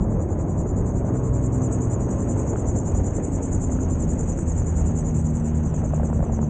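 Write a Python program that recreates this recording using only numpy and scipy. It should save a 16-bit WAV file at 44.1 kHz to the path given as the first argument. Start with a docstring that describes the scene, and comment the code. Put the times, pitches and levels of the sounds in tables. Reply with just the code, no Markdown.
"""A gyroplane rolls along a runway, heard by a small camera fixed to its side. From the start wind buffets the
microphone as banded, gusting noise; exhaust and pusher propeller hum through it as sine tones tied to the crank,
revving up and then easing off. Each of the two rotor blades sweeps overhead with a Doppler-bent whistle and hiss.
Loose parts knock now and then as damped tones with a crack, sharp ticks join in later, and near the end the
knocks crowd together."""
import sys
import numpy as np
from scipy import signal
from scipy.fft import rfft, irfft, next_fast_len
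from scipy.io import wavfile
from scipy.ndimage import uniform_filter1d, map_coordinates

SR = 44100
rng = np.random.default_rng(int(sys.argv[2]) if len(sys.argv) > 2 else 0)


def put_to_file(sound):
    """Save the sound as 16-bit audio at rate SR, in the file named by the first command-line argument."""
    columns = np.atleast_2d(sound).T  # one column per channel
    safe = np.clip(columns, -1, 1)
    whole_steps = np.round(safe * 32767)
    wavfile.write(sys.argv[1], SR, whole_steps.astype(np.int16))


def how_loud(loudness_db):
    """Turn decibels into a plain amplitude multiplier (0 dB gives 1, 20 dB gives 10)."""
    steps = np.asarray(loudness_db, float) / 20
    return 10 ** steps


N = 286209  # samples in the scene


def unit(x):
    """Scale to rms 1."""
    return x / np.sqrt(np.mean(np.abs(x) ** 2) + 1e-20)


def curves(rows):
    """One value per sample for each column after the time."""
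    seconds, *columns = np.transpose(rows)
    return [np.interp(np.arange(N) / SR, seconds, column) for column in columns]


def wobble(rate):
    """A smooth random curve, rate knots a second."""
    knots = rng.standard_normal(int(N * rate / SR) + 4)
    return map_coordinates(knots, [np.arange(N) * rate / SR])


def coloured(x, points):
    """x through the gain of (Hz, dB) points read on a log axis."""
    size = next_fast_len(N + 8192)
    hz, db = np.transpose(points)
    bins = np.fft.rfftfreq(size, 1 / SR)
    gain = how_loud(np.interp(np.log(bins + 1), np.log(hz + 1), db))
    return irfft(rfft(x, size) * gain, size)[:N]


def patchy(spectrum, patchy_db):
    """Noise of rms 1 with patches of random gain in time and pitch."""
    z = signal.stft(rng.standard_normal(N), nperseg=512)[2]
    field = uniform_filter1d(rng.standard_normal(z.shape), size=5, axis=0)  # smooth across pitch
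    field = uniform_filter1d(field, size=8, axis=1)  # smooth across time
    noise = signal.istft(z * how_loud(patchy_db * unit(field)), nperseg=512)[1][:N]
    return unit(coloured(noise, spectrum))


def wind():
    """Turbulence on the microphone: low buffeting, a roar, and a rush and fizz that flutter in short gusts."""
    # Each row: time in seconds, then buffet, roar, rush and fizz level in dB, before the trims below.
    layer_levels = [(0, -16, -29, -41, -61), (.3, -24, -27.5, -43, -59), (.7, -23, -28.5, -43, -60),
                    (1.3, -26.5, -31.5, -40.5, -57.5), (2.3, -24.5, -29, -42, -56),
                    (2.9, -21.5, -29.5, -42, -56.5), (3.3, -23.5, -30.5, -45, -56.5),
                    (3.8, -21, -30, -43.5, -56.5), (4.4, -23, -31, -46.5, -55.5),
                    (5.5, -24.5, -34, -45, -57.5), (6, -21.5, -34, -44, -57.5),
                    (6.49, -24.5, -32.5, -46.5, -60.5)]
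    # Tone of the four layers. Each row: frequency in Hz, noise density in dB per Hz.
    buffet_tone = [(8.2, -42), (14, -12.5), (40, 3), (81, 4.5), (260, -5), (340, -44.5), (570, -120)]
    roar_tone = [(82, -28), (140, -2), (249, -13), (286, -2), (562, -11), (1000, -26), (1300, -54.5),
                 (2200, -120)]
    rush_tone = [(350, -24.5), (600, -3.5), (1050, -8.5), (1900, -29), (2470, -55.5), (4180, -120)]
    fizz_tone = [(820, -24), (1400, -3.5), (2660, -14), (3520, -24.5), (4290, -36), (4870, -37),
                 (5200, -30), (6760, -64.5), (11400, -120)]
    # The fizz opens up with speed. Each row: time in seconds, gain of its top in dB.
    top_gain = [(0, -8.5), (.35, -5.5), (1, -3.5), (2.2, -0.5), (5.68, 0.5), (5.78, 6), (5.86, 1.5),
                (5.95, 2), (6.03, -0.5), (6.49, 2)]
    # Filter for what lies under that top. Each row: frequency in Hz, gain in dB.
    dull_filter = [(2200, 0), (3200, -20)]

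    buffet_db, roar_db, rush_db, fizz_db = curves(layer_levels)
    gust = .5 * wobble(9.8) + 1.4 * wobble(60)  # shared by roar, rush and fizz
    buffet = how_loud(buffet_db - 1.5 + 0.82 * wobble(7)) * patchy(buffet_tone, patchy_db=1.0)
    roar = unit(how_loud(0.3 * gust + 0.4 * wobble(5)) * patchy(roar_tone, patchy_db=.7))
    rush = unit(how_loud(1.2 * gust) * patchy(rush_tone, patchy_db=-0.36))
    fizz = unit(how_loud(0.65 * gust + .4 * wobble(4)) * patchy(fizz_tone, patchy_db=1.2))
    dull = coloured(fizz, dull_filter)
    top = how_loud(curves(top_gain)[0] + 0.79 * wobble(12)) * (fizz - dull)
    return buffet + how_loud(roar_db - 1.04) * roar + how_loud(rush_db - 0.26) * rush + how_loud(fizz_db + 1.0) * (dull + top)


def engine():
    """Exhaust orders of the crank and blade tones of the propeller, each wavering in the turbulent air."""
    # Engine speed, revving up and easing off. 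Each row: time in seconds, crank speed in Hz.
    crank_speed = [(0, 47), (.4, 53.6), (.8, 61.3), (1.2, 63.7), (1.6, 63.6), (2, 62.2), (2.4, 60.4),
                   (3.6, 52.7), (4.1, 50.2), (4.8, 48.1), (6.49, 45.1)]
    # Exhaust tones. Each row: order in cycles per crank turn, level in dB over the exhaust level.
    exhaust_orders = [(1, 3), (2, 6), (3, -2), (4, .5), (4.5, -7), (5, -6), (6, -6), (7, -9), (9, -11),
                      (11, -19), (15, -25), (17, -20)]
    # Propeller, its overtones coming out once the throttle is closed.
    # Each row: time in seconds, then level in dB of the blade tone, its 2nd and its 3rd harmonic.
    blade_levels = [(0, -34, -48, -49), (1.2, -28, -45, -52), (2.4, -32, -39, -51), (2.8, -34, -42, -46),
                    (3.2, -31, -43, -39), (3.55, -29, -44, -31), (3.85, -30, -39, -34), (4, -29, -37, -41),
                    (4.2, -28, -34, -41), (4.6, -27, -33, -41), (4.9, -28, -29, -36), (5.5, -27, -29, -32),
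                    (6.49, -30, -30, -33)]
    blades_per_turn = 4 / 2.43  # four propeller blades behind the reduction gear
    full_db, full_hz = -35, 63  # exhaust level at full crank speed
    slope_db_per_hz, idle_db = .95, -44  # its fall below that speed, and its floor

    (crank_hz,) = curves(crank_speed)
    exhaust_db = np.maximum(full_db + slope_db_per_hz * (crank_hz - full_hz), idle_db)
    crank_angle = 2 * np.pi * np.cumsum(crank_hz) / SR

    def tone(order, db):
        """A sine locked to the crank, unsteady in level and phase as turbulent air makes it."""
        level_db = db + 1.4 * wobble(5) + .5 * min(order, 3) * wobble(14)
        phase = order * (crank_angle + .06 * wobble(12)) + 2 * np.pi * rng.random()
        return np.sqrt(2) * how_loud(level_db) * np.sin(phase)

    exhaust = sum(tone(order, exhaust_db + db) for order, db in exhaust_orders)
    propeller = sum(tone((k + 1) * blades_per_turn, db) for k, db in enumerate(curves(blade_levels)))
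    return exhaust + propeller


def rotor():
    """Each blade throws a sharp-edged puff and a weaker trailing wash; its tones arch up and slide down as it leaves."""
    # Each row: time in seconds, blade passes a second.
    pass_rate = [(0, 10.53), (3.6, 10.54), (5.05, 10.29), (5.45, 10.05), (5.85, 10.2), (6.2, 10.55),
                 (6.49, 10.55)]
    # Each row: time in seconds, swish level in dB.
    swish_level = [(0, -58.5), (.5, -51), (1.2, -50.5), (1.62, -44), (1.75, -46.5), (2.2, -45), (2.8, -43),
                   (3.15, -43), (3.27, -46.5), (3.36, -41.5), (3.72, -43), (3.88, -47), (4.1, -43.5),
                   (4.27, -40.5), (4.4, -44.5), (4.5, -43), (5.25, -42.5), (5.62, -48.5), (5.82, -46.5),
                   (5.96, -50), (6.13, -49.5), (6.49, -52)]
    # Shape of a pass. Each row: time in seconds, puff end and highest pitch in passes from overhead,
    # trailing wash over the lull in dB, approach whistle in dB, Doppler swing in Hz (half the full fall).
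    pass_shape = [(0, .22, .06, 2, 3, 470), (2, .2, .06, 2, 3, 470), (3.5, .15, .04, 3.5, 1, 480),
                  (4.6, .04, -.04, 4.5, -4, 540), (5.2, .02, -.08, 4.5, -4, 560),
                  (5.7, .13, -.28, 6, -6, 580), (6.49, .13, -.3, 6, -6, 580)]
    # Tone of hiss and whistles. Each row: frequency in Hz, density or gain in dB.
    swish_tone = [(4300, -43.5), (5300, -38), (5900, -11), (6500, -0.5), (7100, 1.5), (7600, -3),
                  (8000, -2.5), (8100, -64.5)]
    # Trailing-edge tones. Each row: highest pitch in Hz before its wander, blur rate in Hz, relative level in dB.
    whistles = [(7150, 170, 0), (7390, 170, -8), (6230, 170, -6)]
    first_pass, puff_opens, wash_ends, edge = -.31, -0.28, 0.44, .03  # in passes from overhead
    approach_bend = .55  # the pitch climbs less on the way in than it falls on the way out

    (rate,), (swish_db,) = curves(pass_rate), curves(swish_level)
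    puff_ends, crest, wash_db, approach_db, swing_hz = curves(pass_shape)
    passes = first_pass + np.cumsum(rate) / SR
    place = (passes + .5) % 1 - .5  # 0 is overhead

    def step(at):
        """A soft switch from 0 to 1 as the blade crosses a place."""
        return (1 + np.tanh((place - at) / edge / 2)) / 2

    puff = step(puff_opens) - step(puff_ends)
    wash = step(puff_ends) - step(wash_ends)
    near = np.cos(2 * np.pi * place)
    strength_db = 0.48 * wobble(17.0) + 0.4 * np.cos(np.pi * passes)  # passes differ, and so do the two blades

    hiss_db = 8.6 * puff + wash_db * wash + 2.0 * near - 4.0 + 2.1 * wobble(150)
    hiss = how_loud(hiss_db) * patchy(swish_tone, patchy_db=3.0)

    past = np.clip(place - crest, -.5, .5)
    bend = -(1 - np.cos(2 * np.pi * past)) * np.where(past < 0, approach_bend, 1)
    tones = 0
    for hz, width_hz, level_db in whistles:
        glide_hz = hz + swing_hz * bend + 75 * wobble(10.5)
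        shedding = unit(wobble(width_hz) + 1j * wobble(width_hz))  # uneven vortices blur the tone
        carrier = np.exp(2j * np.pi * np.cumsum(glide_hz) / SR)
        tones = tones + how_loud(level_db) * np.real(shedding * carrier)
    tones_db = 9.5 * puff + 7 * wash + approach_db * (1 - puff - wash) + 2.5 * near - 3 + 2.1 * wobble(10)
    tones = how_loud(tones_db) * coloured(tones, swish_tone)
    return how_loud(swish_db) * unit(how_loud(strength_db) * (hiss + tones))


def knocks():
    """A dull blow: a few cycles of a damped hollow part under a dry crack; fainter ones rattle at random."""
    # Each row: start in seconds, peak level of the thud in dB, nominal pitch in Hz.
    loud_blows = [(1.045, -25.5, 605), (1.625, -30, 570), (1.961, -23, 443), (2.532, -25, 520),
                  (3.184, -21, 468), (3.694, -26, 580), (4.808, -28, 562), (5.41, -30, 462),
                  (5.74, -23, 560), (5.817, -29, 720), (5.935, -18, 619), (5.838, -27, 620),
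                  (5.978, -28, 560), (5.997, -26, 700), (6.003, -23.5, 560), (6.031, -21, 520),
                  (6.099, -24.5, 600), (6.128, -25, 510), (6.191, -23, 520), (6.205, -27, 720),
                  (6.228, -21.5, 590), (6.24, -28, 720), (6.264, -31, 640), (6.295, -27, 700),
                  (6.325, -26, 520), (6.333, -29, 740), (6.389, -30, 580), (6.427, -31, 540)]
    # Faint rattle between the knocks. Each row: from and to in seconds, number of contacts, typical peak in dB.
    rattle = [(0, 5.7, 10, -36), (5.7, 6.45, 16, -33)]
    # Contact noise. Each row: frequency in Hz, density in dB per Hz.
    crack_tone = [(250, -25), (400, -2), (900, 0), (1400, -11), (2000, -21), (2800, -40), (4500, -70)]
    rattle_hz, rattle_spread = 540, .2  # middle pitch, log spread
    base_crack_db, crack_scatter_db = -37, 2  # the dry crack is much the same for every loud blow
    peak_s = .0017  # time to the peak

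    out, t = np.zeros(N + SR), np.arange(SR // 25) / SR
    contact = np.pad(patchy(crack_tone, patchy_db=0.5), (0, len(t)))
    blows = [(s, db, hz, base_crack_db) for s, db, hz in loud_blows]
    for begin, end, count, db in rattle:
        chance = rng.standard_normal((count, 2))
        for s, (a, b) in zip(rng.uniform(begin, end, count), chance):
            blows.append((s, db + 2 * a, rattle_hz * np.exp(rattle_spread * b), base_crack_db - 6.0))
    shape = (t / peak_s * np.exp(1 - t / peak_s)) ** 1.2
    for s, db, hz, crack_db in blows:
        start = round(s * SR)
        thud = how_loud(db) * np.sin(2 * np.pi * hz * t * (1.06 - 9 * t))  # the pitch sags as the contact loosens
        crack = how_loud(crack_db + crack_scatter_db * rng.standard_normal()) * contact[start:][:len(t)]
        out[start:][:len(t)] += shape * (thud + crack)
    return out[:N]


def ticks():
    """Something small and hard snaps against the hull: a cycle or two of ring in a very short bright burst."""
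    # Each row: start in seconds, peak of the burst envelope in dB, ring pitch in Hz.
    snaps = [(2.464, -34, 1000), (2.558, -26.5, 1300), (2.571, -40, 1600), (3.722, -35, 1250),
             (3.788, -33, 1400), (4.388, -25, 880), (4.618, -33, 950), (5.778, -43, 1700),
             (5.936, -31, 1100), (6.003, -32, 1100), (6.032, -36, 1500), (6.101, -35, 1000),
             (6.129, -32, 1150)]
    # Snap noise. Each row: frequency in Hz, density in dB per Hz.
    snap_tone = [(400, -15), (800, 0), (1300, -2), (2000, -11), (3000, -26), (4500, -52), (6000, -90)]
    peak_s, snap_db = .0013, -9  # time to the peak; noise of the snap, under its ring

    t = np.arange(N) / SR
    rings, bursts = 0, 0
    for s, db, hz in snaps:
        since = np.maximum(t - s, 0)
        shape = how_loud(db) * (since / peak_s * np.exp(1 - since / peak_s)) ** 3
        rings = rings + shape * np.sin(2 * np.pi * hz * since)
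        bursts = bursts + shape
    noise_rms = np.std(coloured(rng.standard_normal(N), snap_tone))
    snap = coloured(bursts * rng.standard_normal(N), snap_tone) / noise_rms
    return coloured(rings, [(3000, 0), (4500, -40)]) + how_loud(snap_db) * snap


def scene():
    """Everything reaches one microphone."""
    return (wind() + engine() + rotor() + knocks() + ticks())[None]


def low_pass(x):
    """Removes everything above the highest recorded frequency."""
    return signal.sosfilt(signal.butter(12, 9450, fs=SR, output="sos"), x)


def record(dry):
    """The camera samples at 16 kHz, so the treble leaks back mirrored about 8 kHz; peaks are squeezed softly."""
    # Resampler leak. Each row: frequency in Hz, gain in dB.
    leak_filter = [(7950, -61.5), (8050, -1), (8600, -13), (9000, -23.5), (9500, -38.5), (9800, -64)]
    carrier = np.cos(2 * np.pi * 16000 * np.arange(N) / SR)
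    mirror = coloured(2 * dry[0] * carrier, leak_filter)
    mix = dry + mirror
    mix = mix / (1 + np.abs(mix / .36) ** 4) ** (1 / 4)  # peaks bend towards a ceiling of .36
    return low_pass(mix)


dry = scene()
out = record(dry)
put_to_file(out)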